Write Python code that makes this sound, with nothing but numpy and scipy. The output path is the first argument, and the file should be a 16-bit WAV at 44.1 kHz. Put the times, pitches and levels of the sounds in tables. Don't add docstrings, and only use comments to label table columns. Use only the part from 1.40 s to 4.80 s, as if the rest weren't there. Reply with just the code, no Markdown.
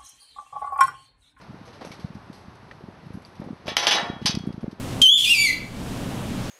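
import sys
import numpy as np
from scipy import signal
from scipy.fft import rfft, irfft, next_fast_len
from scipy.io import wavfile
from scipy.ndimage import uniform_filter1d

SR = 44100
rng = np.random.default_rng(int(sys.argv[2]) if len(sys.argv) > 2 else 0)


def attenuation_scalar(level_db):
    decades = np.asarray(level_db, float) / 20
    return 10 ** decades


def pcm_store(signal):
    levels = np.round(np.clip(np.atleast_2d(signal), -1, 1) * 32767)
    wavfile.write(sys.argv[1], SR, levels.astype(np.int16).T)


N = 149940


def at_hz(points, hz):
    f_hz, value = np.transpose(points)
    return np.interp(np.log(hz), np.log(f_hz), value)


def colour(x, gain_db):
    size = next_fast_len(N + 8192)
    hz = np.maximum(np.arange(size // 2 + 1) * SR / size, 1)
    return irfft(rfft(x, size) * attenuation_scalar(gain_db(hz)), size)[..., :N]


def butter(x, order, hz, kind):
    return signal.sosfilt(signal.butter(order, hz, kind, fs=SR, output="sos"), x)


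def rms_one(x):
    return x / np.sqrt(np.mean(x ** 2) + 1e-20)


def dying(t, t60_s, bend=1):
    fall_db = -60 * (np.clip(t, 0, None) / max(t60_s, 1e-3)) ** bend
    return (t >= 0) * attenuation_scalar(fall_db)


def ring(force, hz, t60_s):
    r = attenuation_scalar(-60 / (t60_s * SR))
    w = 2 * np.pi * hz / SR
    return signal.lfilter([0, np.sin(w)], [1, -2 * r * np.cos(w), r * r], force + 1e-18)


def grains(rate_per_s, spread_db):
    sizes = attenuation_scalar(spread_db * np.minimum(rng.exponential(1, N), 4)) * rng.choice([-1, 1], N)
    return rms_one(sizes * (rng.random(N) < rate_per_s / SR))


# f/Hz, density/(dB per Hz)
WOOD_SPECTRUM = [(25, -14.5), (110, 4), (530, -7), (940, -5), (3200, -21.5), (4200, -21), (6000, -28.5),
                 (12000, -29.5)]
# t/s, level/dB
WOOD_DRIFT = [(0, 5.5), (.8, 5), (2.2, 4.5), (3.1, 5), (3.4, 1.5)]
WOOD_DB, WOOD_FLICKER_DB, FLICKER_PER_S = -51.5, 1, 14


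def wood():
    t = np.arange(N) / SR
    rush = rms_one(colour(rng.standard_normal(N), lambda hz: at_hz(WOOD_SPECTRUM, hz)
                          - 12 * np.log2(np.maximum(25 / hz, 1))))
    out = np.zeros(N)
    for centre_hz in 30 * 2. ** np.arange(10):
        flicker = np.interp(t, np.arange(60) / FLICKER_PER_S, rng.standard_normal(60))

        def octave_db(hz):
            octaves_off = abs(np.log2(np.maximum(hz, 30) / centre_hz))
            return 20 * np.log10(np.clip(1 - octaves_off, 1e-6, 1))

        out += colour(rush, octave_db) * attenuation_scalar(WOOD_FLICKER_DB * flicker)
    return out * attenuation_scalar(WOOD_DB + np.interp(t, *np.transpose(WOOD_DRIFT)))


# t/s, level/dB, t60/s, tilt/(dB per octave), resonance f/Hz
SCUFF_EVENTS = [(0.012, -48, 0.26, -3, 4660), (0.253, -48.5, 0.22, -0.5, 5940),
                (0.275, -47.5, 0.24, -7, 4000), (0.328, -47, 0.61, -4.5, 4570),
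                (0.41, -39.5, 0.32, -7.5, 815), (0.448, -51, 0.26, 5, 5770), (.44, -50.5, 0.37, -7, 1200),
                (0.514, -40, 0.27, -3, 4240), (0.596, -45, 0.36, -2.5, 4530), (.745, -53, 0.13, -0.5, 4560),
                (0.928, -47, 0.47, 0, 4540), (1.152, -61, 0.055, 7, 6000), (1.313, -37.5, 0.05, -7.5, 2000),
                (1.66, -59.5, 0.055, 4.5, 10600), (1.731, -53.5, 0.3, 0, 10800),
                (1.821, -50, 0.04, 0.5, 8000), (1.85, -48, 0.2, -1.5, 10800), (1.953, -56, .12, 2.5, 5000),
                (2.001, -49, .05, -0.5, 10800), (2.014, -51, 0.25, -12, 840), (2.039, -55, .1, 1, 10800),
                (2.085, -56.5, 0.083, -13, 810), (3.067, -53.5, 0.094, 5, 9400),
                (3.125, -42.5, 0.065, -2.5, 4900), (3.207, -48, 0.19, -3.5, 10000),
                (3.311, -43.5, 0.1, -2, 4550)]
SCUFF_GRAINS_PER_S, SCUFF_SPREAD_DB, SCUFF_RISE_S = 7000, 3, .002
SCUFF_PEAK_DB, SCUFF_PEAK_OCTAVES = 5.5, 0.21


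def scuffs():
    t, out = np.arange(N) / SR, np.zeros(N)
    dry_grains = butter(grains(SCUFF_GRAINS_PER_S, SCUFF_SPREAD_DB), 2, 300, "high")
    for s, db, t60_s, tilt_db, peak_hz in SCUFF_EVENTS:
        rise = np.clip((t - s) / SCUFF_RISE_S, 0, 1)
        shape = attenuation_scalar(db) * dying(t - s, t60_s) * rise

        def gain_db(hz):
            peak = np.exp(-(np.log2(hz / peak_hz) / SCUFF_PEAK_OCTAVES) ** 2)
            return tilt_db * np.log2(np.maximum(hz, 500) / 3000) + SCUFF_PEAK_DB * peak

        out += colour(shape * dry_grains, gain_db)
    return out


# t/s, peak level/dB, f/Hz, width/ms
KNOCK_EVENTS = [(0.098, -33.5, 145, 8.2), (0.107, -30, 178, 3.2), (0.133, -41, 172, 4.7),
                (0.145, -27.5, 198, 2.2), (0.215, -34, 238, 4.9), (0.42, -31, 265, 9.8), (0.472, -32, 200, 4.9),
                (0.508, -29.5, 187, 3.1), (0.594, -28.5, 226, 2.4), (0.648, -19, 144, 5.8),
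                (0.706, -30.5, 187, 5.7), (0.755, -27, 200, 4.3), (0.77, -31, 172, 3.3), (0.902, -25, 229, 4.1),
                (1.084, -28, 158, 3.4), (1.233, -34.5, 181, 3.8), (1.411, -37, 410, 5), (1.44, -26, 171, 2.9),
                (1.488, -25, 241, 2.9), (1.637, -35, 170, 4), (1.669, -32, 147, 7.8), (1.706, -24, 185, 2.3),
                (1.745, -29, 138, 6.9), (1.754, -25, 208, 3.7), (1.775, -25.5, 210, 3.8),
                (2.0, -23, 195, 4.1), (2.022, -24, 251, 3), (2.045, -30, 251, 3.5), (2.065, -27, 200, 2.9),
            (2.076, -25, 272, 3.4), (2.109, -21, 248, 6.7), (2.132, -20.5, 195, 2.2), (2.261, -31, 201, 5),
            (2.282, -18, 347, 3.5), (2.319, -22, 292, 2.2), (2.632, -26, 210, 6.9), (2.701, -14.5, 267, 3),
            (2.735, -26.5, 211, 4), (2.766, -26.5, 234, 3.7),
                (2.818, -21.5, 250, 2.3), (2.826, -24, 187, 5.2), (2.854, -15, 198, 3.5),
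           (2.897, -17.5, 200, 4.7), (2.945, -17.5, 176, 3.4), (2.954, -21.5, 178, 2.9),
           (2.974, -12.5, 227, 4), (3.008, -24.5, 173, 5.7), (3.04, -23, 236, 4.1), (3.075, -13, 240, 4.2),
           (3.09, -20, 204, 3.2), (3.106, -20, 233, 3.6), (3.144, -24, 172, 3.4), (3.181, -21, 219, 3.2),
           (3.234, -24.5, 221, 8.2), (3.243, -14.5, 258, 2), (3.257, -35, 240, 2.5), (3.282, -18, 236, 4.4),
           (3.331, -25.5, 265, 3.5), (3.399, -22.5, 275, 1.96)]
KNOCK_PHASE_RAD, KNOCK_PHASE_SPREAD_RAD = -1.0, .7
CASE_HZ, CASE_T60_S, CASE_DB = 220, 0.021, -41
SHUDDER_DB, SHUDDER_S = -14, 0.068


def knocks():
    padded = np.zeros(N + 4000)
    t = np.arange(-1000, 1000) / SR
    for s, db, hz, width_ms in KNOCK_EVENTS:
        phase = KNOCK_PHASE_RAD + KNOCK_PHASE_SPREAD_RAD * rng.standard_normal()
        bell = .5 ** ((2000 * t / width_ms) ** 2)
        i = int(s * SR)
        padded[i:i + 2000] += attenuation_scalar(db) * bell * np.cos(2 * np.pi * hz * t + phase)
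    blows = signal.lfilter([1, -1], [1, -.993], padded[1000:N + 1000])
    power = uniform_filter1d(uniform_filter1d(blows ** 2, int(SHUDDER_S * SR)), 900)
    busy = np.sqrt(np.abs(power))
    shudder = busy * rms_one(butter(grains(150, 2.7), 2, [60, 600], "band"))
    return blows + attenuation_scalar(CASE_DB) * ring(blows, CASE_HZ, CASE_T60_S) + attenuation_scalar(SHUDDER_DB) * shudder


# t/s, peak level/dB, f/Hz, t60/s
TICK_EVENTS = [(.518, -38, 2270, .06), (1.3125, -28, 1880, .013), (1.318, -38, 2000, .012),
               (1.312, -42, 3100, .006), (1.85, -35, 4650, .02), (2.281, -19, 500, .025),
               (2.283, -24, 620, .04), (2.268, -31, 600, .03), (2.281, -23, 2400, .02),
               (2.43, -25, 2250, .05), (2.861, -24, 1020, .06), (2.862, -28, 840, .15),
               (2.514, -18, 2963, .16), (2.513, -25, 3515, .25), (2.513, -28, 3090, .2),
               (2.513, -26, 3335, .25), (2.52, -35, 3310, 1.0), (2.87, -41, 3300, .75),
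               (2.865, -30, 4400, .3), (2.865, -30, 3860, .2), (2.865, -32, 3560, .25)]
WAVER_PER_S, WAVER_DB, CLEAN_S = 60, 3, .04


def ticks():
    t, out = np.arange(N) / SR, np.zeros(N)
    for s, db, hz, t60_s in TICK_EVENTS:
        waver = np.interp(t * WAVER_PER_S, np.arange(300), rng.standard_normal(300))
        waver *= np.clip((t - s) / CLEAN_S, 0, 1)
        out += attenuation_scalar(db + WAVER_DB * waver) * dying(t - s, t60_s) * np.sin(2 * np.pi * hz * (t - s))
    return out


# t/s, crack level/dB, rattle level/dB, rattle t60/s, tilt/(dB per octave)
BLOW_EVENTS = [(2.26, -48, -50, 0.22, 9), (2.269, -15, -39.5, .08, -6), (2.28, -8, -29, 0.16, -0.5),
               (2.368, 12.5, -22, 0.3, 1.7), (2.426, -18, -27, 0.18, -3), (2.469, 10, -14, .07, 3),
               (2.479, -15, -27, 0.2, 1.5), (2.5105, 6.5, -17, 0.14, 3), (2.547, -15, -23.5, 0.17, -4.5),
               (2.583, 0.5, -32.5, 0.46, -6), (2.816, -47, -50, 0.27, 2.5), (2.858, -16, -28, 0.12, 26),
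               (2.892, -7, -35, 0.21, 0), (2.908, -11.5, -52.5, 0.074, 10), (2.934, -22, -52, .05, -3),
               (2.951, -15, -49, 0.056, 21), (2.987, -27, -60.5, 0.28, 15)]
# f/Hz, density/(dB per Hz)
GRATING_SPECTRUM = [(150, -39), (400, -31), (800, -11.5), (2200, -15), (3100, -9), (3900, -11), (6000, -13),
                    (12000, -23)]
# f/Hz, t60/s
THICKET_RING = [(500, .5), (1200, .4), (2500, .22), (6000, .09), (12000, .03)]
# f/Hz, level/dB, t60/s
BAR_MODES = [(711, -5, .5), (840, -5, .5), (1410, -5, .5), (1875, -5, .35), (2010, -5, .35),
             (2528, -2, .25), (2963, 2, .2), (3288, -1, .42), (3335, -4, .25), (3514, -4, .3),
             (4120, -5, .2), (4403, -6, .25), (5347, -5, .15), (5881, -3, .15)]
RATTLES_PER_S, RATTLE_SPREAD_DB, RATTLE_BEND = 7000, 1.8, 1.5
TREBLE_T60_SHARE = .65
CRACK_T60_S, STRIKE_DB, BARS_DB, DIRECT_DB = .0126, -20, -4, 8.5


def grating():
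    t = np.arange(N) / SR
    start = int((BLOW_EVENTS[0][0] - .01) * SR)
    chatter = grains(RATTLES_PER_S, RATTLE_SPREAD_DB)
    hiss = rng.choice([-1, 1], N)
    bright = butter(chatter, 2, 3000, "high")
    dull = butter(chatter, 2, 3000, "low")
    rattle, crack = [], []
    for s, crack_db, rattle_db, t60_s, _ in BLOW_EVENTS:
        low = dying(t - s, t60_s, RATTLE_BEND) * dull
        high = dying(t - s, TREBLE_T60_SHARE * t60_s, RATTLE_BEND) * bright
        rattle.append(attenuation_scalar(rattle_db) * (low - high))
        crack.append(attenuation_scalar(crack_db) * dying(t - s, CRACK_T60_S) * hiss)
    rattle, crack = np.array(rattle), np.array(crack)
    force = (rattle + attenuation_scalar(STRIKE_DB) * crack)[:, start:]
    tilt_db = np.array(BLOW_EVENTS)[:, 4]

    # (Hz, dB, t60 s, spread dB)
    modes = [(hz, at_hz(GRATING_SPECTRUM, hz) + 5 * np.log10(hz / 3000), at_hz(THICKET_RING, hz), 3)
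             for hz in np.sort(rng.uniform(np.sqrt(400), np.sqrt(12000), size=170) ** 2)]
    modes += [(hz, db + BARS_DB, t60_s, 1.5) for hz, db, t60_s in BAR_MODES]
    out = np.zeros(N)
    for hz, db, t60_s, spread_db in modes:
        own_db = rng.normal(0, spread_db, len(tilt_db))
        strength = attenuation_scalar(db + tilt_db * np.log2(min(hz, 4800) / 3000) + own_db)
        out[start:] += ring(strength @ force, hz, t60_s) / np.sqrt(t60_s * SR)

    for k, slope_db in enumerate(tilt_db):
        direct = crack[k] + attenuation_scalar(DIRECT_DB) * rattle[k]
        out += colour(direct, lambda hz: at_hz(GRATING_SPECTRUM, hz)
                      + slope_db * np.log2(np.clip(hz, 800, 4800) / 3000))
    return butter(out, 3, 260, "high")


def scene():
    return (wood() + scuffs() + knocks() + ticks() + grating())[None]


def low_pass(x):
    return signal.sosfilt(signal.butter(12, 13020, fs=SR, output="sos"), x)


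# f/Hz, level/dB
TREBLE_SLOPE = [(5900, -0.5), (6700, -6.5), (7500, -10.5), (10500, -9), (11500, -5.5), (12000, -42.5),
                (12700, -37), (13500, -48)]
# f/Hz, width/Hz, depth/dB
TREBLE_GAPS = [(7000, 190, -24), (8500, 120, -20), (10000, 170, -22)]


def record(dry):
    rounded = 0.83 * np.tanh(dry / 0.96)

    def treble_db(hz):
        gaps_db = sum(db * np.exp(-((hz - f_hz) / width_hz) ** 2) for f_hz, width_hz, db in TREBLE_GAPS)
        return at_hz(TREBLE_SLOPE, hz) + gaps_db

    mix = colour(rounded, treble_db)
    return low_pass(mix)


dry = scene()
out = record(dry)
pcm_store(out)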